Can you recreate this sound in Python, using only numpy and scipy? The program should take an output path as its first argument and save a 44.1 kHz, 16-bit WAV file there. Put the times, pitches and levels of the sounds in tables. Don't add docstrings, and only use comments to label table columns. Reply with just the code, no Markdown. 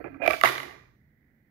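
import sys
import numpy as np
from scipy import signal
from scipy.fft import rfft, irfft
from scipy.io import wavfile

SR = 44100
rng = np.random.default_rng(int(sys.argv[2]) if len(sys.argv) > 2 else 0)


def volts(x):
    e = np.asarray(x, float) / 20
    return 10 ** e


def pcm_store(signal):
    levels = np.round(np.clip(np.atleast_2d(signal), -1, 1) * 32767)
    wavfile.write(sys.argv[1], SR, levels.astype(np.int16).T)


N = 66150

# (time [s], 900-1800 Hz ring [dB], 650-900 Hz ring [dB],
# ring above 1800 Hz [dB], treble tick [dB])
KNOCK_EVENTS = [(0.0415, -37.5, -36, -41, -84), (0.1429, -45.5, -54, -47.5, -89),
                (0.26, -35, -22, -24, -38.5), (.2635, -29.5, -30, -21, -31),
                (0.2766, -33, -17.5, -13.5, -22), (0.2787, -31.5, -11.5, -23.5, -32.5),
                (0.302, -25, -20, -26, -40), (0.3076, -23, -21, -15.5, -23),
                (0.3328, -34.5, -31, -21.5, -38.5), (0.338, -33, -22, -31, -43),
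                (0.4119, -27, -36.5, -17.5, -25), (0.4356, -7.5, -14, -13.5, -16),
                (0.444, -18.5, -16.5, -22, -29), (0.4496, -17, -30.5, -17.5, -24.5),
                (0.456, -25.5, -29.5, -11, -26.5), (.487, -28.5, -31.5, -18.5, -27),
                (0.553, -48.5, -41, -56, -29.5), (.580, -32, -41, -26.5, -31.5),
                (.601, -34, -42, -27, -36.5), (0.631, -43, -39, -30.5, -37),
                (.709, -71.5, -46.5, -38.5, -64)]
# (time [s], below 500 Hz [dB], 500-900 Hz [dB],
# 1200-2200 Hz [dB], 2250-2950 Hz [dB], treble [dB])
ROLL_LEVELS = [(0, -40, -38, -48.5, -65.5, -95), (.04, -53.5, -82, -63.5, -69.5, -87),
               (.048, -39, -44, -47.5, -54, -81), (.083, -41, -49, -52, -55.5, -83),
               (.095, -49, -63, -64, -66, -84.5), (.17, -45.5, -60, -58.5, -71, -83.5),
               (.195, -53, -67.5, -65, -68, -99.5), (.205, -41.5, -41.5, -54, -63, -90),
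               (.225, -53.5, -39, -42.5, -33.5, -63), (.24, -39.5, -32, -44.5, -33.5, -55),
               (.268, -50, -38, -32.5, -36.5, -50), (.29, -53.5, -38.5, -39, -41.5, -57.5),
               (.345, -51, -41.5, -37, -42.5, -55), (.36, -58, -58, -46.5, -59.5, -61),
               (.41, -69, -62.5, -59.5, -46.5, -64.5)]
# (frequency [Hz], relative level [dB], t60 [s])
BANK_MODES = [(287.5, -5.5, .1), (355.8, 0.5, 0.07), (431, -6, 0.062), (578, 0.5, 0.024), (670, 6, 0.021),
              (811, 0, 0.028), (1168.3, 2, 0.041), (1335, -2, .03), (1515, -3.5, 0.025),
              (1656, -0.5, 0.017), (2048, 2.5, 0.013), (2357, 7, 0.026), (2554, 3.5, .015),
              (2868, -2.5, 0.0093)]
# (time [s], ring above 900 Hz with click wash [dB],
# ring below 900 Hz [dB], treble [dB])
TAIL_LEVELS = [(.446, -22, -45.5, -33), (.5, -33, -40, -42.5), (.6, -41.5, -53, -56),
               (.69, -50.5, -53, -73), (.86, -66, -76.5, -105), (.96, -79, -79, -110)]
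# (frequency [Hz], relative level [dB per Hz])
TREBLE_SPECTRUM = [(1760, -28), (3000, 1), (5950, -10), (6570, -11), (8090, -20.5), (9800, -13),
                   (13200, -10), (15700, -20), (16000, -49)]
# (frequency [Hz], relative level [dB per Hz])
CLICK_WASH_SPECTRUM = [(150, -36), (250, -9.5), (563, -1), (686, -8), (1170, 4), (1340, -4), (1970, 5.5),
                       (2790, -17.5), (4000, -17.5), (5600, -64.5)]
# (time [s], shift [Hz])
ROLL_SLIDE = [(0.241, 115), (0.269, -22)]
# (frequency [Hz], t60 [s])
ROOM_DECAY = [(3000, 0.49), (6000, .6), (10000, 0.42)]
# (frequency [Hz], relative level [dB per Hz])
HUSH_SPECTRUM = [(15, -49), (65, -13.5), (138, -9), (232, -7), (368, -17), (1180, -34.5), (1980, -14.5),
                 (2670, -40), (8830, -52), (15600, -35), (16000, -64.5)]
# (time [s], rms level [dB])
RUMBLE_LEVELS = [(0, -59), (.1, -53), (.2, -63.5), (.29, -52), (.38, -60.5), (.5, -61), (1.5, -76)]
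# (frequency [Hz], half-width at half amplitude [Hz], relative level [dB])
RUMBLE_RESONANCES = [(72.26, 19, -2), (133, 23, -3)]
# (frequency [Hz], left-right correlation [-1..1])
PORT_LIKENESS = [(60, 0.65), (130, 1), (290, 1), (1400, 0)]
# (frequency [Hz], left minus right [dB])
PORT_BALANCE = [(60, -2.5), (180, -2.5), (310, -5), (550, -12.5), (950, -0.5), (1650, -15.5), (2860, -11),
                (4970, 6.5), (15000, 0)]

HUSH_DB = -70
ROOM_GAP_S, TICK_ROOM_DB, RING_ROOM_DB = 0.014, -1.5, -16
TABLE_HZ, TABLE_DB, TABLE_T60_S, TABLE_START_S, TABLE_SWELL_S = 131, -39.5, 0.5, 0.44, 0.022
THIN_HZ, THIN_HALF_WIDTH_HZ, THIN_DB = 4450, 150, -77.5
FIZZ_LOW_HZ, FIZZ_DB = 10670, -78.5
FAINT_T60_S = 0.74
RING_HIGHPASS_HZ = 194
SWELL_S, SOFT_SWELL_S, SOFT_UNTIL_S = 0.00075, 0.0012, 0.2
DETUNE = 0.013
NEAR_LEFT_DB = -7
ROLL_PER_S, ROLL_SPREAD_DB = 2700, 3
SING, EDGE_DB = 1.7, -5.5
SINK_S, SINK_WIDTH_S = 0.098, 0.011
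TAIL_PER_S, TAIL_SPREAD_DB = 1500, 3
CLICK_WASH_DB = 5
FALL_S = 0.4
DEEP_DB = -15
TICK_S = 0.0011


def evened(x):
    return x / np.sqrt(np.mean(x ** 2) + 1e-20)


def read(points, hz):
    f, value = np.transpose(points)
    return np.interp(np.log(hz + 1), np.log(f + 1), value)


def level(rows, column):
    rows = np.array(rows)
    return volts(np.interp(np.arange(N) / SR, rows[:, 0], rows[:, column], left=-200, right=-200))


def shaped(x, points):
    size = x.shape[-1]
    return irfft(rfft(x) * volts(read(points, np.fft.rfftfreq(size, 1 / SR))), size)


def resonance(hz, centre_hz, half_width_hz):
    return 1 / (1 + ((hz - centre_hz) / half_width_hz) ** 2)


def clicks(per_s, spread_db):
    hit = rng.random((2, N)) < per_s / SR
    sign = rng.choice([-1, 1], (2, N))
    size_db = spread_db * np.minimum(rng.exponential(1, (2, N)), 4)
    return hit * sign * volts(size_db)


def ring(push, lo_hz, hi_hz, damp=1, swell_s=SWELL_S):
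    t, out = np.arange(6000) / SR, np.zeros((2, 6000))
    for hz, db, t60_s in BANK_MODES:
        if lo_hz <= hz < hi_hz:
            mode_hz = hz * (1 + DETUNE * rng.uniform(-2.0, 1))
            wave = np.sin(2 * np.pi * (mode_hz * t + rng.random((2, 1))))
            out += volts(db - 60 * t / (t60_s * damp)) * wave
    out *= (1 - np.exp(-t / swell_s)) ** 2
    out = signal.sosfilt(signal.butter(2, RING_HIGHPASS_HZ, 'high', fs=SR, output='sos'), out)
    return signal.fftconvolve(push, out, axes=1)[:, :max(push.shape[1], 6000)]


def hush():
    hz = np.fft.rfftfreq(N, 1 / SR)
    a, b, c, d = rfft(rng.standard_normal((4, N)))
    same = np.clip(read(PORT_LIKENESS, hz), -1, 1)
    other = np.sqrt(1 - same ** 2)
    tone = irfft(np.array([a, same * a + other * b]) * volts(read(HUSH_SPECTRUM, hz)), N)
    peaks = sum(volts(db) * resonance(hz, f, w) for f, w, db in RUMBLE_RESONANCES)
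    rumble = irfft(np.array([c, same * c + other * d]) * peaks, N)
    return volts(HUSH_DB) * evened(tone) + level(RUMBLE_LEVELS, 1) * evened(rumble)


def room(x):
    taps = rng.standard_normal((2, SR)) * (np.arange(SR) > ROOM_GAP_S * SR)
    hz, t, z = signal.stft(taps, SR, nperseg=256)
    decay = volts(-60 * t / read(ROOM_DECAY, hz)[:, None])
    tail = signal.istft(z * decay, SR, nperseg=256)[1]
    return signal.fftconvolve(x, tail / np.linalg.norm(tail[0]), axes=1)[:, :N]


def faint_tones():
    noise, hz = rng.standard_normal((2, N)), np.fft.rfftfreq(N, 1 / SR)
    thin = evened(irfft(rfft(noise[0]) * resonance(hz, THIN_HZ, THIN_HALF_WIDTH_HZ), N))
    fizz = evened(irfft(rfft(noise) * volts(read(TREBLE_SPECTRUM, hz)) * (hz > FIZZ_LOW_HZ), N))
    right_only = np.array([[0], [1]])
    fade = volts(-60 * np.arange(N) / SR / FAINT_T60_S)
    return (right_only * thin * volts(THIN_DB) + fizz * volts(FIZZ_DB)) * fade


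def table_boom():
    t = np.maximum(np.arange(N) / SR - TABLE_START_S, 0)
    envelope = volts(TABLE_DB - 60 * t / TABLE_T60_S) * (1 - np.exp(-t / TABLE_SWELL_S))
    return envelope * np.sin(2 * np.pi * TABLE_HZ * t)


def landing_tail():
    push = clicks(TAIL_PER_S, TAIL_SPREAD_DB)
    wash = evened(shaped(clicks(TAIL_PER_S, TAIL_SPREAD_DB), CLICK_WASH_SPECTRUM))
    upper = evened(ring(push, 900, 9000)) + volts(CLICK_WASH_DB) * wash
    treble = shaped(rng.standard_normal((2, N)), TREBLE_SPECTRUM)
    parts = [upper, ring(push, 0, 900), treble]
    return sum(level(TAIL_LEVELS, k + 1) * evened(p) for k, p in enumerate(parts))


def rolling():
    push, t = clicks(ROLL_PER_S, ROLL_SPREAD_DB), np.arange(N) / SR
    sunk = 1 / (1 + np.exp((SINK_S - t) / SINK_WIDTH_S))
    deep = sunk * evened(ring(push, 0, 320)) + (1 - sunk) * evened(ring(push, 320, 500))
    upper = ring(push, 2250, 2450, SING) + volts(EDGE_DB) * ring(push, 2450, 2950)
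    shift_hz = np.interp(t, *np.transpose(ROLL_SLIDE))
    upper = (signal.hilbert(upper) * np.exp(2j * np.pi * np.cumsum(shift_hz) / SR)).real
    scrape = shaped(rng.standard_normal((2, N)), TREBLE_SPECTRUM)
    parts = [deep, ring(push, 500, 900), ring(push, 1200, 2200), upper, scrape]
    return sum(level(ROLL_LEVELS, k + 1) * evened(p) for k, p in enumerate(parts))


def knocks():
    out, t, push = np.zeros((2, 2, N + 6000)), np.arange(6000) / SR, np.ones((2, 1))
    for s, mid_db, low_db, high_db, tick_db in KNOCK_EVENTS:
        swell_s = SOFT_SWELL_S if s < SOFT_UNTIL_S else SWELL_S
        tick = shaped(rng.standard_normal((2, 6000)), TREBLE_SPECTRUM)
        tick = tick * t / TICK_S * np.exp(-t / TICK_S * 2)
        if s < FALL_S:
            low = ring(push, 650, 760, swell_s=swell_s)
            high = ring(push, 1900, 2800, swell_s=swell_s)
        else:
            low = ring(push, 650, 900)
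            high = ring(push, 1800, 2250) + ring(push, 2800, 9000)
        mid = ring(push, 900, 1800, swell_s=swell_s)
        deep = ring(push, 0, 500, swell_s=swell_s)
        parts = [mid, low, deep, high, tick]
        gains = volts(np.array([mid_db, low_db, low_db + DEEP_DB, high_db, tick_db]))
        parts = [g * p / abs(p).max(1, keepdims=True) for g, p in zip(gains, parts)]
        at = round(s * SR)
        out[:, :, at:at + 6000] += [sum(parts[:-1]), parts[-1]]
    return out[:, :, :N]


def scene():
    rings, ticks = knocks()
    near = volts(np.array([[NEAR_LEFT_DB], [0]])) * (rings + rolling() + faint_tones())
    reverb = room(volts(RING_ROOM_DB) * rings + volts(TICK_ROOM_DB) * ticks)
    return near + ticks + reverb + landing_tail() + table_boom() + hush()


def roll_off(x):
    return signal.sosfilt(signal.butter(12, 16800, fs=SR, output="sos"), x)


def record(dry):
    ratio = volts(read(PORT_BALANCE, np.fft.rfftfreq(N, 1 / SR)))
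    share = np.array([ratio, np.ones_like(ratio)]) * 2 / np.sqrt(1 + ratio ** 2)
    mix = np.clip(irfft(rfft(dry) * share, N), -1, 1)
    return roll_off(mix)


dry = scene()
out = record(dry)
pcm_store(out)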